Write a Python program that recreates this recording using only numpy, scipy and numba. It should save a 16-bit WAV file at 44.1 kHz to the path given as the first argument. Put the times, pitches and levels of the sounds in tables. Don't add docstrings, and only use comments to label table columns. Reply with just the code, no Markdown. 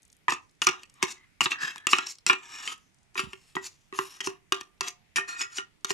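import sys
import numpy as np
from scipy import signal
from scipy.fft import rfft, irfft, next_fast_len
from scipy.io import wavfile
from numba import njit

SR = 44100
rng = np.random.default_rng(int(sys.argv[2]) if len(sys.argv) > 2 else 0)


def log_audio(samples):
    frames = np.atleast_2d(samples).T
    limited = np.clip(frames, -1, 1)
    pcm = np.round(limited * 32767).astype(np.int16)
    wavfile.write(sys.argv[1], SR, pcm)


N = 261763

BAND_EDGES_HZ = [550, 2000, 4000, 8500]
# start in seconds, force in dB, gains in dB of base, low wall, high wall and rim,
# low and high patch pitch in Hz, ring time factor, bowl jolt in dB.
KNOCKS = [(0.282, -12, -27, -6, -19.5, -18, 1012, 2360, 1, -50),
          (0.296, -17, -25, -20, -12, -11, 1114, 2670, 0.18, -62),
          (0.322, -12.5, -26.5, -9.5, -13, -10, 1143, 2520, 0.52, -47),
          (0.618, -8, -35, -22, -15, -10.5, 1138, 3566, 1, -65),
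          (0.622, -11.5, -33, -12.5, -17, -11, 1260, 2840, 0.29, -59),
          (0.669, -4, -21.5, -10.5, -15, -4, 1230, 2410, 0.63, -47),
          (0.688, -10.5, -19, -34, -8.5, -8.5, 1286, 2780, 0.36, -44),
          (0.833, -28.5, -30, -21, -18.5, -7, 1250, 2890, 0.53, -71),
          (1.027, -4.5, -17, -15.5, -15, -3.5, 978, 2210, 0.43, -41.5),
          (1.407, -6, -38, -16.5, -12, -9.5, 1080, 2900, 0.63, -42.5),
          (1.415, -7, -39, -12, -16.5, -13.5, 1145, 2650, 0.36, -49),
          (1.458, -6, -24, -17.5, -14.5, -26, 1130, 3870, 0.49, -44.5),
          (1.518, -17, -51, -49, -5.5, -33, 1290, 2716, 0.74, -67),
          (1.759, -29.5, -42, -9.5, -11.5, -1, 1240, 2570, 0.19, -61),
          (1.78, -38.5, -31, -27, -5.5, -20, 1790, 3330, 0.68, -73),
          (1.869, -3.5, -39.5, -22.5, -13.5, -8, 1280, 2730, 0.58, -56),
          (1.932, 1, -29, -18, -10.5, -18, 1200, 2216, 0.44, -53),
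          (1.985, -14.5, -31.5, -11.5, -10.5, -5.5, 1380, 2600, 0.88, -59),
          (2.185, -51.5, -42, -27, -17, 9.5, 1720, 3960, 0.74, -76.5),
          (2.265, -7, -33.5, -19, -14.5, -4.5, 2020, 2570, 0.56, -48),
          (2.298, -5.5, -22, -9.5, -9.5, -26, 1370, 2400, 0.86, -48),
          (2.331, -14, -16, -17, -11, -13.5, 1250, 2420, 0.74, -61),
          (2.676, -21, -45, -25, -8.5, -4.5, 1291, 3084, 0.67, -73),
          (3.155, -30.5, -9, -3.5, -11, -9.5, 1062, 2500, 0.76, -64.5),
          (3.177, -21.5, -29, -11.5, -7.5, -11.5, 1850, 2330, 0.8, -58),
          (3.193, -14.5, -15.5, -14.5, -11, -45, 1320, 2590, 0.65, -54),
          (3.332, -26, -14, -17, -12.5, -7.5, 1150, 2760, 0.38, -64.5),
          (3.553, -27.5, -7, -11.5, -9.5, -13, 1165, 3230, 0.39, -46.5),
          (3.567, -22, -6, -4, -14, -18.5, 994, 2650, 0.57, -54),
          (3.926, -31, -2, -5, -18.5, -18, 1100, 2670, 0.52, -64),
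          (3.989, -16.5, -7, -7, -15.5, -8, 1080, 2710, 0.55, -48.5),
          (4.205, -19, -29.5, -16, -14, -9, 1920, 3204, 0.54, -67),
          (4.272, -15, -8, -9.5, -15, -7, 1090, 2735, 0.44, -48),
          (4.522, -5.5, -19.5, -15, -13.5, -6.5, 1130, 2877, 0.53, -54.5),
          (4.611, -25.5, -24.5, -15.5, -16.5, -5.5, 1180, 3220, 0.4, -72.5),
          (4.808, -14.5, -19.5, -11.5, -15, -3, 1070, 2745, 0.55, -52),
          (5.159, -11.5, -28.5, -28.5, -12, -9, 1830, 2360, 0.7, -50),
          (5.183, -20.5, -13, -6.5, -12.5, -17, 1390, 2420, 0.9, -52),
          (5.409, -19.5, -27.5, -22, -13, -16, 1933, 2600, 1, -69),
          (5.584, -18.5, -15.5, -13.5, -11.5, -7, 1400, 2930, 0.32, -64.5),
          (5.846, -16, -24.5, -12.5, -17, -2.5, 1340, 3660, 0.52, -64),
          (5.905, -14.5, -9.5, -7, -15, -10, 1029, 2900, 0.37, -45.5)]


def spoon_knocks(chatter_s=0.0018):
    contact, chatter = np.zeros((2, N + 2000))
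    decay = np.exp(-np.arange(2000) / SR / chatter_s)
    for start_s, db, *_ in KNOCKS:
        start = round(start_s * SR)
        burst = rng.standard_normal(2000) * decay
        contact[start] = from_db(db)
        chatter[start:start + 2000] += from_db(db) * burst / np.linalg.norm(burst)
    return contact[:N], chatter[:N]


# time in seconds,
# rasp in dB, wall emphasis in dB (high when the spoon leans in slowly, low when it skates).
SCRAPES = [
    [(0.284, -45.5, 20), (0.306, -31.5, 3.7), (0.316, -41.5, 14), (0.338, -35, 3.4), (0.364, -61, 22.6),
     (0.414, -70.5, 4.9), (0.45, -66.5, 1)],
    [(0.62, -26, 9), (0.65, -43, -17), (0.658, -70, -2), (0.668, -27, 14), (0.722, -51, 22),
     (0.812, -61.5, 16), (0.84, -54, 1)],
    [(0.85, -73.5, -4), (0.884, -87.5, 6.5), (0.9, -58.5, 6), (0.914, -92, 8), (0.936, -65.5, 5.5),
     (1.016, -63, 26.5), (1.024, -35, 11)],
    [(1.028, -22, 1), (1.042, -28, 6), (1.052, -54, 22), (1.07, -43.5, 12), (1.122, -36.5, -4),
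     (1.136, -57.5, 8.5), (1.27, -85.5, 22.5)],
    [(1.409, -21.5, -1), (1.427, -37.5, 5), (1.451, -31.5, -9), (1.457, -27.5, 22), (1.491, -55, 11),
     (1.517, -26.5, 6.5), (1.58, -75.5, 30)],
    [(1.58, -64, 22), (1.618, -36.5, 7.4), (1.634, -34.5, 7.6), (1.754, -54.5, 6.8), (1.758, -51.5, 3.9),
     (1.834, -69, 21), (1.86, -65.5, 19.4)],
    [(1.87, -30, -2), (1.888, -45, 21), (1.916, -36, -20), (1.928, -31.5, 9), (2.038, -48, 14.5),
     (2.11, -38, -10.5), (2.2, -107.5, -2)],
    [(2.266, -31, 1), (2.28, -34, -5), (2.304, -30.5, 15), (2.32, -43.5, 18), (2.332, -35, 18),
     (2.348, -54, 16), (2.42, -59.5, 15)],
    [(2.42, -57, 13.5), (2.508, -45.5, 11.5), (2.616, -47, 10.5), (2.652, -35, 6), (2.738, -43.5, 6),
     (2.756, -63.5, 10), (2.9, -75, -3.5)],
    [(3.14, -72.5, 6), (3.18, -32, 8.5), (3.27, -58, 13.5), (3.324, -59, 6), (3.334, -50.5, 7.5),
     (3.356, -67.5, -2), (3.54, -63.5, 1.5)],
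    [(3.554, -39.5, -2.5), (3.574, -54, 6), (3.604, -58.5, 15), (3.664, -36.5, -5), (3.696, -68.5, -6.5),
     (3.882, -84, -1.5), (3.9, -85, 8)],
    [(3.926, -65.5, 20), (3.936, -57, 18), (3.972, -41, 2), (3.994, -41.5, 11), (4.02, -46, 7),
     (4.196, -57.5, 9.5), (4.2, -67, 3)],
    [(4.206, -30, 4.5), (4.224, -50, 14), (4.238, -48, 10), (4.26, -37, -6), (4.276, -39, 0),
     (4.284, -46, 11.5), (4.42, -89, 15.5)],
    [(4.523, -23.5, 9), (4.527, -31.5, 3.5), (4.537, -44.5, 14.5), (4.599, -59.5, 20.5), (4.611, -42.5, -8),
     (4.627, -65.5, 16.5), (4.72, -93.5, 12.5)],
    [(4.809, -26.5, -2), (4.813, -36, -6.5), (4.825, -51, 14.5), (4.877, -33, 8.5), (4.885, -30, -6.5),
     (4.913, -63.5, 6), (5.0, -84, 7)],
    [(5.16, -24.5, 0), (5.234, -62, 17), (5.268, -63.5, 11), (5.284, -43, 4.5), (5.308, -38.5, 4),
     (5.362, -57.5, 10.5), (5.37, -50, 11)],
    [(5.37, -51.5, 2.5), (5.416, -32, 1), (5.48, -63.5, 10), (5.574, -33.5, -10), (5.584, -39, 5),
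     (5.692, -95, 24), (5.72, -97, 15)],
    [(5.847, -24.5, -1), (5.851, -36.5, 1.5), (5.865, -54, 13), (5.897, -37, 0), (5.907, -34.5, -10),
     (5.915, -36.5, -14), (5.935, -63, 30)],
]
RASP_DB = [-15, -6.5, -1, 7, -3.5]
WALL_SHARE = [0.73, 0.99, 0.41, -0.34, -0.47]
# top band gain in dB, the hiss of moist food.
WET_DB = [-3, 0, 0, -0.5, -3.5, -0.5, -0.5, -1.5, -1, 6, 2, 10.5, 2, 0, -1.5, 1, -5.5, -3]


def spoon_drag():
    drive_db, t = np.full((5, N), -120.), np.arange(N) / SR
    for curve, wet_db in zip(SCRAPES, WET_DB):
        times, rasp_db, wall_db = np.transpose(curve)
        on = (t >= times[0]) & (t <= times[-1])
        for band in range(5):
            curve_db = rasp_db + RASP_DB[band] + WALL_SHARE[band] * wall_db
            drive_db[band, on] = np.interp(t[on], times, curve_db)
        drive_db[-1, on] += wet_db
    return from_db(drive_db)


# pitch in Hz, relative level in dB, T60 in seconds.
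CLEAR_MODES = [(382, 0, .26), (711, -16, .25), (800, -14, .2), (940, -4, .1), (1040, -5, .1),
               (1135, -2, .12), (1195, 0, .14), (1270, -2, .1), (1390, -3, .15), (1590, -6, .12),
               (1740, -7, .12), (1825, -4, .15), (1927, -7, .2), (2200, -3, .1), (2450, 0, .14),
               (2640, -1, .14), (2800, -2, .1), (2900, -2, .1), (3030, -3, .08), (3255, -4, .09),
               (3540, -8, .1), (3860, -6, .08), (4270, -2, .09), (4800, -2, .07), (5240, -4, .07),
               (5600, -4, .035), (5760, -4, .05), (6600, -4, .05), (7240, -5, .045)]
# frequency in Hz, relative level in dB.
CROWD_SPECTRUM = [(250, -15), (450, -16), (600, -35), (900, -20.5), (2000, -10.5), (4000, 3), (7000, 15),
                  (8500, -2), (10500, -4.5), (13000, -13.5), (15500, -19.5)]


def can_modes(contact, chatter, drag, grit, latest, linger):
    crowd_hz = np.geomspace(250, 15500, 52) * np.exp(rng.normal(0, 0.029, 52))
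    crowd_t60 = np.minimum(75 / crowd_hz, 0.04)
    crowd = np.transpose([crowd_hz, at_hz(CROWD_SPECTRUM, crowd_hz), crowd_t60])
    modes = np.vstack([CLEAR_MODES, crowd])
    bands = np.searchsorted(BAND_EDGES_HZ, modes[:, 0])
    share = from_db(modes[:, 1])
    share /= np.sqrt(np.bincount(bands, share ** 2))[bands]
    knocks = np.transpose(KNOCKS)
    start_s, patch_hz, ring = knocks[0], knocks[6:8], knocks[8]
    strike_db = np.vstack([knocks[2:6], knocks[5] - 20.5]) - 0.5
    out = np.zeros((5, 2, N))
    for k, (hz, _, t60) in enumerate(modes):
        band, clear = bands[k], k < len(CLEAR_MODES)
        spot_db = rng.normal(0, 3, len(KNOCKS))
        tuned_hz = hz * np.exp(rng.normal(0, 0.0065 if clear else 0.034, len(KNOCKS)))
        blow = (0.36 * (-1) ** k * contact + chatter) * from_db(spot_db)[latest]
        if k == 0:
            tuned_hz, blow = 364.4 + 5 * start_s, 1.76 * contact
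        struck = blow * from_db(strike_db[band])[latest]
        nearness = np.exp(-(np.log(hz / patch_hz) / 0.069) ** 2).sum(axis=0)
        favour_db = 9 * np.minimum(nearness, 1) * clear + spot_db
        rub_gain = from_db(favour_db[latest] * linger - 11) * flicker(8.3, db=4.5)
        rubbed = rub_gain * noise_gain(t60 * ring)[latest] * drag[band] * grit[k % 3]
        resonate(out[band], share[k] * (struck + rubbed), *mode(tuned_hz, t60 * ring), latest)
    return out


def wall_patch(contact, chatter, drag, grit, latest, linger):
    knocks = np.transpose(KNOCKS)
    wall_db, patch_hz, t60 = knocks[3:5], knocks[6:8], 0.058 * knocks[8]
    out = np.zeros((5, 2, N))
    for k, band in enumerate((1, 2)):
        struck = from_db(wall_db[k] + 3.5)[latest] * (contact + 0.1 * chatter)
        rubbed = from_db(-10.5) * linger * noise_gain(t60)[latest] * drag[band] * grit[k]
        resonate(out[band], struck + rubbed, *mode(patch_hz[k], t60), latest)
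    return out


# start and end in seconds, pitch in Hz, gain on the low wall scraping in dB, T60 in seconds.
SINGING_MODES = [(.284, .3, 943, 3.0, .04), (.285, 0.42, 2647, -3.5, .03), (1.17, 1.29, 2060, 0, 0.035),
                 (1.553, 1.868, 1718, 0, 0.025), (1.582, 1.702, 4990, -10.5, 0.037),
                 (1.895, 1.93, 5550, 2, 0.025), (2.067, 2.12, 5570, 2.5, 0.028),
                 (2.342, 2.633, 1736, -14.5, .1), (2.444, 2.605, 5540, -11.5, 0.032),
                 (4.272, 4.311, 714, -13.5, 0.27), (4.524, 4.545, 1193, -6.5, 0.36),
                 (4.524, 4.55, 710, -14, 0.4), (4.528, 4.59, 3290, -13.5, 0.096),
                 (4.81, 4.853, 717, -6, 0.31), (5.17, 5.386, 1850, 0.2, 0.094),
                 (5.178, 5.436, 2517, -1, 0.061), (5.169, 5.701, 1396, -2.5, 0.094),
                 (5.17, 5.3, 711, -13.5, 0.26), (5.274, 5.347, 4260, -5.5, 0.075),
                 (5.392, 5.74, 1874, -5, .12)]


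def singing_tones(friction):
    out, one_tuning = np.zeros((5, 2, N)), np.zeros(N, int)
    for start_s, end_s, hz, db, t60 in SINGING_MODES:
        gate = np.zeros(N)
        gate[round(start_s * SR):round(end_s * SR)] = from_db(db) * noise_gain(t60)
        band = np.searchsorted(BAND_EDGES_HZ, hz)
        resonate(out[band], gate * friction, *mode(np.array([hz]), t60), one_tuning)
    return out


def tin_can(linger_s=0.09, radiate_hz=303.5, dip_hz=574, dip_width_hz=907):
    knock_s, samples = np.transpose(KNOCKS)[0], np.arange(N)
    knocks_so_far = np.searchsorted(np.round(knock_s * SR), samples, "right")
    latest = np.maximum(knocks_so_far - 1, 0)
    linger = np.exp(-np.abs(samples / SR - knock_s[latest]) / linger_s)
    contact, chatter = spoon_knocks()
    drag = spoon_drag()
    grit = rng.standard_normal((3, N)) * flicker(600, db=2.5) * flicker(90, db=2.5)
    spoon = contact, chatter, drag, grit, latest, linger
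    bands = can_modes(*spoon) + wall_patch(*spoon) + singing_tones(drag[1] * grit[2])
    slow = [signal.lfilter(*signal.butter(2, 2.4 * hz, fs=SR), band)
            for band, hz in zip(bands, BAND_EDGES_HZ)]
    bass_cut = signal.butter(4, radiate_hz, "high", fs=SR, output="sos")
    radiated = signal.sosfilt(bass_cut, sum(slow) + bands[-1])
    return signal.lfilter(*signal.iirnotch(dip_hz, dip_hz / dip_width_hz, fs=SR), radiated)


# frequency in Hz, phase lead of the left channel in radians.
LEFT_LEAD = [(0, 0), (340, 1.2), (1030, 0.1), (1460, 2.7), (1810, 1.6), (2500, 0.4), (3010, 0.1),
             (3270, 0.7), (4740, -0.0), (5000, 0.1), (7320, -0.1), (9300, -0.0), (15100, -0.0),
             (16100, -0.4)]
# frequency in Hz, left minus right in dB.
CAN_BALANCE = [(60, -11.0), (150, -10.5), (380, -3.0), (950, -2.5), (2380, 0.0), (5980, 0.5), (15000, 0.0)]


def mode(hz, t60):
    angle = 0.5 * (at_hz(LEFT_LEAD, hz) + rng.normal(0, 0.4, len(hz)))
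    strength = 1 / np.maximum(np.abs(np.cos(angle)), 0.55)
    gains = strength * pan(at_hz(CAN_BALANCE, hz)) * np.exp([1j * angle, -1j * angle])
    poles = from_db(-60 / (t60 * SR)) * np.exp(2j * np.pi * hz / SR)
    return poles, gains


@njit
def resonate(out, force, poles, gains, tuning):
    state = 0j
    for i in range(len(force)):
        state = state * poles[tuning[i]] + force[i] + 1e-18
        out[0, i] += (state * gains[0, tuning[i]]).imag
        out[1, i] += (state * gains[1, tuning[i]]).imag


# start in seconds, peak in dB, pitch in Hz.
FOOD_TICKS = [(0.0206, -51, 7600), (0.03, -47, 7260), (0.0514, -46, 7160), (0.0792, -51, 8970),
              (0.101, -47.5, 5770), (0.1187, -51, 8630), (0.1277, -43, 6900), (0.167, -48.5, 9500),
              (0.4946, -54.5, 5220), (0.5116, -55.5, 8590), (0.55, -62.5, 5100), (0.8977, -46, 6320),
              (0.9403, -46.5, 7880), (1.18, -50, 4520), (1.7803, -35.5, 7410), (2.1535, -42, 5570),
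              (2.779, -50, 7600), (2.9444, -54.5, 7500), (2.986, -57, 6600), (3.0312, -55, 6800),
              (3.1456, -42.5, 5760)]


def food_ticks(faint_count=60, decay_s=0.0023):
    out = np.zeros((2, N))
    decay = np.exp(-np.arange(400) / SR / decay_s)
    faint = [(rng.uniform(0, N / SR - 0.02), rng.normal(-66, 5.8), 7000 * rng.lognormal(0, 0.32))
             for _ in range(faint_count)]
    for start_s, db, hz in list(FOOD_TICKS) + faint:
        band = signal.butter(2, [hz / 1.35, min(hz * 1.34, 0.45 * SR)], "band", fs=SR)
        puff = signal.lfilter(*band, rng.standard_normal(400) * decay)
        puff *= from_db(db) / np.abs(puff).max()
        start = round(start_s * SR)
        out[:, start:start + 400] += puff * pan(rng.normal(1.5, 2.5))[:, None]
    return out


# start in seconds, bowl level in dB, table level relative to the bowl in dB.
LUMPS = [(1.632, -50, -23), (3.0, -79.5, 7), (3.231, -41.5, -15.5), (3.269, -45.5, -7.5)]


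def bowl_thuds(bowl_hz=156, table_hz=65.6, t60_s=0.053):
    out = np.zeros(N + SR)
    jolts = [(start_s, db, -18.5) for start_s, *_, db in KNOCKS]
    for start_s, db, table_db in list(LUMPS) + jolts:
        shake = rumble(bowl_hz, t60_s) + from_db(table_db) * rumble(table_hz, 1.5 * t60_s)
        start = round(start_s * SR)
        out[start:start + len(shake)] += from_db(db) * shake
    return out[:N] * pan(-19.5)[:, None]


def rumble(hz, t60):
    band = signal.butter(2, [hz / 1.3, hz * 1.5], "band", fs=SR, output="sos")
    decay = from_db(-60 * np.arange(14000) / SR / t60)
    burst = signal.sosfilt(band, rng.standard_normal(14000) * decay)
    return burst / np.abs(burst).max()


def kitchen_reverb(sound, t60_s=0.27, wall_cut_hz=1100):
    size = next_fast_len(N + SR)
    hz = np.arange(size // 2 + 1) * SR / size
    dull = 1 / np.sqrt(1 + (hz / wall_cut_hz) ** 2)
    response = np.zeros((2, len(hz)), complex)
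    for k, lag_s in enumerate(rng.uniform(0.02, 0.03, 12)):
        feedback = from_db(-60 * lag_s / t60_s) * dull ** (lag_s / 0.11)
        loop = feedback * np.exp(-2j * np.pi * hz * lag_s)
        response[k % 2] += loop / (1 - loop) * (-1) ** (k // 2)
    return irfft(response * rfft(sound, size), size)[:, :N]


# frequency in Hz, relative noise density in dB.
HUSH_SPECTRUM = [(12, -29), (20, -1.5), (49, -7.5), (150, 0.5), (574, -13.5), (1480, -15), (1860, -9),
                 (4540, -20.5), (7110, -21.5), (14300, -23.5), (16000, -47)]
# frequency in Hz, left minus right in dB.
HUSH_BALANCE = [(60, -18.5), (240, -3.5), (950, 1.5), (3770, 1), (15000, 0.5)]


def hush(rms_db=-69):
    out, edges = 0, 20 * 2 ** np.arange(0, 9.8, 0.5)
    white = rng.standard_normal((2, 2, N))
    for k, (low, high) in enumerate(zip(edges, edges[1:])):
        band = signal.sosfilt(signal.butter(2, [low, high], "band", fs=SR, output="sos"), white[k % 2])
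        hz = np.sqrt(low * high)
        gain = from_db(at_hz(HUSH_SPECTRUM, hz)) * flicker(6, db=2)
        out = out + gain * band * pan(at_hz(HUSH_BALANCE, hz))[:, None]
    return from_db(rms_db) * out / np.sqrt(np.mean(out.mean(axis=0) ** 2))


def from_db(db):
    return 10 ** (np.asarray(db) / 20)


def at_hz(points, hz):
    freqs, values = np.transpose(points)
    return np.interp(np.log(hz), np.log(np.maximum(freqs, 1)), values)


def pan(db):
    return from_db([db / 2, -db / 2])


def noise_gain(t60):
    return np.sqrt(2 * (1 - from_db(-120 / (t60 * SR))))


def flicker(rate_hz, db):
    steps = np.arange(N) * rate_hz / SR
    count = int(steps[-1]) + 2
    return np.interp(steps, np.arange(count), from_db(db * rng.standard_normal(count)))


def scene():
    near = tin_can() + food_ticks()
    return near + from_db(-14.5) * kitchen_reverb(near.mean(axis=0)) + bowl_thuds() + hush()


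def record(dry, fade_hz=10250, cutoff_hz=16300):
    soft = signal.lfilter(*signal.butter(2, fade_hz, fs=SR), dry)
    return signal.sosfilt(signal.cheby2(12, 60, cutoff_hz, fs=SR, output="sos"), np.tanh(soft))


dry = scene()
out = record(dry)
log_audio(out)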